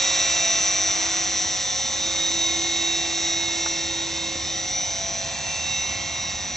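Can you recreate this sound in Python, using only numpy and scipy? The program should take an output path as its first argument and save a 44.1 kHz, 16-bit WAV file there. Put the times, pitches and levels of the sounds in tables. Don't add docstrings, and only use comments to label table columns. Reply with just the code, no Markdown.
import sys
import numpy as np
from scipy import signal
from scipy.fft import rfft, irfft
from scipy.io import wavfile
from scipy.ndimage import map_coordinates

SR = 44100
rng = np.random.default_rng(int(sys.argv[2]) if len(sys.argv) > 2 else 0)


def to_wav(s):
    ch = np.atleast_2d(s).T
    pcm = np.round(np.clip(ch, -1, 1) * 32767)
    wavfile.write(sys.argv[1], SR, pcm.astype(np.int16))


N = 289296
T = np.arange(N) / SR
HZ = np.fft.rfftfreq(N, 1 / SR)

MOTOR_RATIO, TAIL_RATIO, BEAT_RATIO = 41 / 3, 17 / 4, 5


def amp(db):
    return 10 ** (np.asarray(db) / 20)


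def unit(x):
    return x / np.sqrt(np.mean(x ** 2) + 1e-20)


def curves(rows):
    s, *columns = np.transpose(rows)
    return [np.interp(T, s, column) for column in columns]


def spectrum(points):
    hz, value = np.transpose(points)
    return np.interp(np.log(HZ + 1), np.log(hz + 1), value)


def noise(gain):
    bins = rng.standard_normal(len(HZ)) + 1j * rng.standard_normal(len(HZ))
    return unit(irfft(gain * bins, N))


def drift(rate_hz, size=4096):
    hz = np.arange(size // 2 + 1) * SR / N
    slow = irfft(rfft(rng.standard_normal(size)) / (1 + (hz / rate_hz) ** 2))
    return np.interp(T, np.linspace(0, T[-1], size), unit(slow))


def tone(turns, db, stray=0):
    return np.sqrt(2) * amp(db) * np.cos(2 * np.pi * turns + stray)


def throb(turns, depth):
    return 1 + depth * np.cos(2 * np.pi * turns)


def shaken(turns, db, flutter_db, jitter, rate_hz):
    return tone(turns + rng.random(), db + flutter_db * drift(rate_hz), jitter * drift(rate_hz))


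def motor(turns):
    motor_orders = (1, 4, 5, 7)
    # (t/s, order 1 level/dB, order 4 level/dB, order 5 level/dB, order 7 level/dB)
    motor_levels = [(0, -40, -44, -35, -27.5), (.45, -45, -42, -34, -31), (1.15, -50.5, -43, -45, -45),
                    (1.9, -46, -45, -50, -34), (2.22, -43.5, -41, -46, -28.5), (2.5, -43, -38, -43, -27),
                    (2.9, -48.5, -38.5, -39, -29), (3.5, -48.5, -38.5, -40.5, -31),
                    (4.25, -48.5, -43, -44, -35), (4.85, -47, -44, -53, -39), (5.35, -47.5, -52, -42, -48),
                    (5.72, -45.5, -41, -35.5, -33), (6.05, -47, -40.5, -37, -38), (6.3, -50, -42, -43, -36),
                    (6.56, -49.5, -42, -47, -40)]
    # (t/s, depth 0-1)
    throb_depth = [(0, 0), (2, 0.27), (3.5, 0.19), (4.4, 0.26), (4.8, 0.2), (5.3, 0.23), (6.56, 0.33)]
    depth = np.clip(curves(throb_depth)[0], 0, 1)
    tones = 0
    for k, db in zip(motor_orders, curves(motor_levels)):
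        steady = shaken(k * MOTOR_RATIO * turns, db, flutter_db=0.6, jitter=0.12, rate_hz=4)
        tones = tones + steady * throb(turns + rng.random(), depth)
    return amp(-0.2) * tones * throb(2 * turns, depth=0.059)


def gear_whine(turns):
    whine_order = 11
    # (t/s, lower level/dB, middle level/dB, upper level/dB)
    whine_levels = [(0, -28.5, -30.5, -51), (.6, -31.5, -25, -31), (1.2, -31, -33, -34.5),
                    (1.8, -34.5, -41.5, -32), (2.45, -43.5, -31.5, -32.5), (2.9, -39, -38.5, -35),
                    (3.3, -30.5, -41, -40), (3.45, -38, -38.5, -39.5), (3.7, -31.5, -36, -43),
                    (4.2, -43.5, -46, -39), (4.8, -37.5, -30, -39), (5.1, -36.5, -32.5, -39),
                    (5.4, -60, -42, -41), (5.75, -41, -33.5, -30.5), (6.1, -37.5, -39.5, -51),
                    (6.56, -39.5, -37, -56)]
    # (t/s, rms phase/radians)
    stray_size = [(0, 3.2), (.5, .05), (1.5, .08), (3, .8), (4.3, 1.3), (4.7, 0.21), (5.2, .2), (5.5, 1.1),
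                  (6.56, 1)]
    stray = curves(stray_size)[0]
    shared = .16 * drift(25)
    tones = 0
    for k, db in enumerate(curves(whine_levels)):
        ratio = whine_order * MOTOR_RATIO + (k - 1) * BEAT_RATIO
        tones = tones + tone(ratio * turns, db + 0.9 * drift(5.1), stray * drift(1.8) + shared)
    return amp(-0.12) * tones * throb(BEAT_RATIO * turns, depth=0.11) * throb(turns, depth=0.13)


def gear_mesh(turns, near_db):
    mesh_orders = [(4, -1), (4, 1), (7, -1), (8, 0), (12, 0)]
    # (level/dB at the mean distance before the trim, gain when side on/dB)
    mesh_levels = [(-46.5, 2.5), (-49.5, 8), (-42, -3), (-44, -7.5), (-43.5, -5)]
    # (t/s, 0 nose or tail on - 1 side on)
    flank_view = [(0, 0.7), (.6, 1), (1.6, 0), (4.3, 0), (4.8, 0.66), (5.6, 1), (6.56, 1)]
    flank = curves(flank_view)[0]
    tones = 0
    for (k, side), (db, flank_db) in zip(mesh_orders, mesh_levels):
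        mesh_turns = (k * MOTOR_RATIO + side * BEAT_RATIO) * turns + 0.26 * drift(0.89)
        tones = tones + shaken(mesh_turns, db + flank_db * flank, flutter_db=1.5, jitter=0.087, rate_hz=7)
    return amp(1.6 * near_db - 1.6) * tones * throb(turns, depth=0.059)


def runout(turns, near_db):
    runout_orders = [(7, 4), (11, 7)]
    # level/dB at the middle, from which the side tones fall 1 dB a step
    runout_levels = [-53, -50]
    tones = 0
    for (k, count), db in zip(runout_orders, runout_levels):
        for side in range(-count, count + 1):
            if side % BEAT_RATIO:
                tones = tones + shaken((k * MOTOR_RATIO + side) * turns, db - 1.0 * abs(side),
                                       flutter_db=2.0, jitter=.3, rate_hz=3.3)
    return amp(near_db) * tones


def tail_rotor(turns):
    # (t/s, buzz level/dB, octave level/dB)
    buzz_levels = [(0.03, -46.5, -48), (0.46, -47, -35.5), (1.15, -40.5, -45.5), (1.51, -45, -46),
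                   (1.8, -69, -55), (1.94, -47, -52), (2.05, -43.5, -65), (2.43, -37.5, -45),
                   (2.73, -36.5, -50.5), (3.07, -38, -45), (3.76, -38.5, -47), (4.08, -38.5, -61),
                   (4.64, -46, -52.5), (5.04, -59, -38.5), (5.8, -56.5, -51.5), (5.92, -53, -44.5),
                   (6.5, -56.5, -50.5)]
    blade_db, octave_db = curves(buzz_levels)
    blades = 2 * TAIL_RATIO * turns
    buzz = shaken(blades, blade_db, flutter_db=0.7, jitter=.05, rate_hz=12)
    octave = shaken(2 * blades, octave_db, flutter_db=0.7, jitter=.12, rate_hz=9)
    return amp(-1.15) * buzz + amp(-0.1) * octave


def overtones(turns, near_db):
    drive_orders = [(1, 1), (2, 0), (3, 0), (5, -1), (5, 1), (6, -1), (5, 2), (6, 0), (7, 1), (7, 2),
                    (8, 1), (10, -1), (10, 0), (11, -2), (12, -1), (11, 2), (12, 1), (15, -1)]
    drive_levels = [-47.5, -52, -65, -53, -53.5, -51, -57.5, -52.5, -47.5, -46.5, -51.5, -51.5, -46, -44.5,
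                    -46.5, -45, -54, -66.5]
    tail_orders = (4, 8, 10, 11, 12, 25)
    tail_levels = [-57, -58, -68, -49.5, -54, -54]
    rotor_orders = (2, 4, 6, 18, 19, 21, 36)
    rotor_levels = [-53, -56.5, -59.5, -56, -57.5, -57.5, -60]
    drive = 0
    for (k, side), db in zip(drive_orders, drive_levels):
        drive = drive + shaken((k * MOTOR_RATIO + side * BEAT_RATIO) * turns, db,
                               flutter_db=1.1 * np.sqrt(k), jitter=0.12 * np.sqrt(k), rate_hz=11)
    tail = sum(shaken(k * TAIL_RATIO * turns, db, flutter_db=3.0, jitter=0.25, rate_hz=1.5)
               for k, db in zip(tail_orders, tail_levels))
    rotor = sum(shaken(k * turns, db, flutter_db=1.0, jitter=0.42, rate_hz=2.8)
                for k, db in zip(rotor_orders, rotor_levels))
    near_tones = drive * throb(turns, depth=0.11) + tail
    return amp(1.0 * near_db - 2.04) * near_tones + amp(0.85) * rotor


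def blade_wash(turns, wash_db, bite_db):
    # (f/Hz, relative level/dB)
    wash_colour = [(100, -7), (220, -4.5), (330, -1), (460, -3.5), (720, 3), (950, 3.5), (1200, -4),
                   (1600, -14), (5000, -34)]
    # (f/Hz, relative level/dB)
    bite_colour = [(700, -29.5), (1100, 2), (1350, 1.5), (1560, -1.5), (1900, -6.5), (2400, 0.5),
                   (3200, -26)]
    edge = amp(bite_db - 6.5) * noise(amp(spectrum(bite_colour)))
    air = noise(amp(spectrum(wash_colour))) + edge
    return amp(wash_db + 2.5) * air * throb(2 * turns, depth=0.23)


def drive_hiss(turns, hiss_db, sheen_db):
    # (f/Hz, relative level/dB)
    hiss_colour = [(900, -35), (1600, -7.5), (1900, -0.5), (2500, -2), (3250, -0.5), (4250, 1), (4900, -1),
                   (6000, -3), (7000, -8), (8300, -35)]
    # (f/Hz, relative level/dB)
    sheen_colour = [(4500, -19.5), (5500, -1), (6400, 1.5), (7000, 1), (7650, 1), (8000, -5), (8300, -37.5)]
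    # (f/Hz, width/Hz, relative level/dB)
    frame_bands = [(3710, 370, 0), (5770, 840, -1.5), (2070, 540, -20)]
    sheen = amp(sheen_db + .5) * noise(amp(spectrum(sheen_colour)))
    hiss = amp(4.0) * noise(amp(spectrum(hiss_colour))) + sheen
    ring = sum(amp(db - 2.5) * noise(1 / (1 + (2 * (HZ - hz) / width) ** 2))
               for hz, width, db in frame_bands)
    beats = BEAT_RATIO * turns
    rub = hiss * throb(beats, depth=0.42) + ring * throb(beats, depth=0.31)
    return amp(hiss_db) * rub * throb(turns, depth=0.069) * throb(MOTOR_RATIO * turns, depth=0.2)


def ground(x, bounce):
    # (t/s, lag/ms)
    ground_lag = [(0, 4.22), (.5, 4.54), (1, 4.13), (1.6, 4.04), (2, 3.52), (2.5, 2.84), (3, 2.57),
                  (3.5, 2.32), (4, 2.11), (4.5, 1.63), (4.8, 1.33), (5.1, 1.22), (5.6, 1.12), (6.03, .93),
                  (6.56, 1.21)]
    lag = curves(ground_lag)[0] * SR / 1000
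    echo = map_coordinates(x, [np.arange(N) - lag], order=1)
    return (x + bounce * echo) / np.sqrt(1 + bounce ** 2)


def knocks():
    # (t/s, level/dB, pitch factor)
    taps = [(3.661, -26.5, 1.0), (4.355, -32, 0.35)]
    # (f/Hz, relative level/dB, time to fall 60 dB/s)
    case_modes = [(875, -5, 0.079), (1230, -11, .04), (1450, -4.5, 0.044), (1710, -13.5, 0.027),
                  (1910, -4, 0.017)]
    # (f/Hz, relative level/dB)
    scuff_colour = [(400, -20), (800, 3.5), (1800, 1), (2600, -3), (4500, -18)]
    out, t = np.zeros(N), T[:SR // 8]
    for s, level_db, pitch in taps:
        ring = 0
        for hz, db, t60 in case_modes:
            fade = np.exp(-np.log(1000) * t / t60)
            ring = ring + amp(db) * fade * np.sin(2 * np.pi * (hz * pitch * t + rng.random()))
        scuff = amp(-8) * noise(amp(spectrum(scuff_colour)))[:len(t)] * np.exp(-t / 0.015)
        out[round(s * SR):][:len(t)] += amp(level_db) * (amp(3.0) * ring + scuff)
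    return out


def wind():
    # (f/Hz, relative level/dB)
    wind_colour = [(15, -33.5), (30, -18.5), (50, -5.5), (80, 0.5), (120, -2.5), (200, -6.5), (350, -13.5),
                   (800, -32)]
    # (t/s, level/dB before the trim)
    gusts = [(0, -48), (2.5, -44.5), (6.56, -42)]
    shared, left, right = (noise(amp(spectrum(wind_colour))) for _ in range(3))
    return amp(curves(gusts)[0] - 1.3) * (shared + 0.5 * np.array([left, right]))


def scene():
    # (t/s, speed/turns per second)
    rotor_speed = [(0, 39.595), (.2, 39.467), (.6, 39.325), (1.0, 39.25), (1.45, 39.225), (2.0, 39.09),
                   (2.35, 39.345), (2.8, 39.44), (3.4, 39.48), (4.15, 39.165), (4.6, 39.1), (5.0, 39.485),
                   (5.2, 39.49), (5.45, 39.41), (6.0, 39.49), (6.56, 39.5)]
    # (t/s, level against its mean distance/dB)
    closeness = [(0, 5), (.9, 2.5), (1.8, 0.55), (2.5, 1.4), (3.6, 0.2), (4.3, -1.5), (5.2, -2),
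                 (5.75, -1.3), (6.56, -4)]
    # (t/s, bright edge before its trim/dB)
    blade_load = [(0, 6), (1.2, 6.5), (1.75, -4), (2.15, 6), (2.6, -13), (3.15, 0.5), (3.9, -4), (4.75, -7),
                  (5.15, -0.5), (6.56, 3)]
    # (t/s, gain of the echo)
    ground_bounce = [(0, 0.071), (2.5, 0.34), (6.56, 0.25)]
    turns = np.cumsum(curves(rotor_speed)[0]) / SR
    near_db, bite_db = curves(closeness)[0], curves(blade_load)[0]
    hiss_db = -40 + 0.92 * near_db
    wash_db = -45.5 + .55 * near_db
    sheen_db = 0.06 + 0.5 * near_db
    rush = blade_wash(turns, wash_db, bite_db) + drive_hiss(turns, hiss_db, sheen_db)
    tones = motor(turns) + gear_mesh(turns, near_db) + gear_whine(turns)
    tones = tones + overtones(turns, near_db) + runout(turns, near_db)
    wide_rush = np.array([amp(-5.5) * blade_wash(turns, wash_db, bite_db)
                          + amp(-8.0) * drive_hiss(turns, hiss_db, sheen_db) for _ in range(2)])
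    model = ground(rush + tones, curves(ground_bounce)[0]) + tail_rotor(turns)
    return model + knocks() + wide_rush + wind()


def record(dry):
    edge_hz = 8200
    # (f/Hz, left minus right level/dB)
    port_balance = [(60, -3), (88, 1.5), (130, -1.5), (190, 1), (270, 1), (400, -1), (580, -4), (850, -1),
                    (1240, -4), (1810, -6), (2640, -6.5), (3860, -2.5), (5630, 0.5), (8220, 4)]
    # (f/Hz, phase by which left leads/radians)
    port_phase = [(0, 0), (950, -0.25), (1460, -0.93), (1720, 0.2), (2150, -0.1), (3450, 0.79),
                  (4310, 0.71), (4910, 0.63), (7410, 0.3), (8350, -0.1)]
    half = amp(spectrum(port_balance) / 2) * np.exp(.5j * spectrum(port_phase))
    ports = np.array([half, 1 / half])
    heard = irfft(rfft(dry) * ports / abs(ports.mean(0)), N)
    low_pass = signal.firwin(401, edge_hz, window=("kaiser", 9), fs=SR)
    return signal.oaconvolve(heard, low_pass[None], "same")


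dry = scene()
out = record(dry)
to_wav(out)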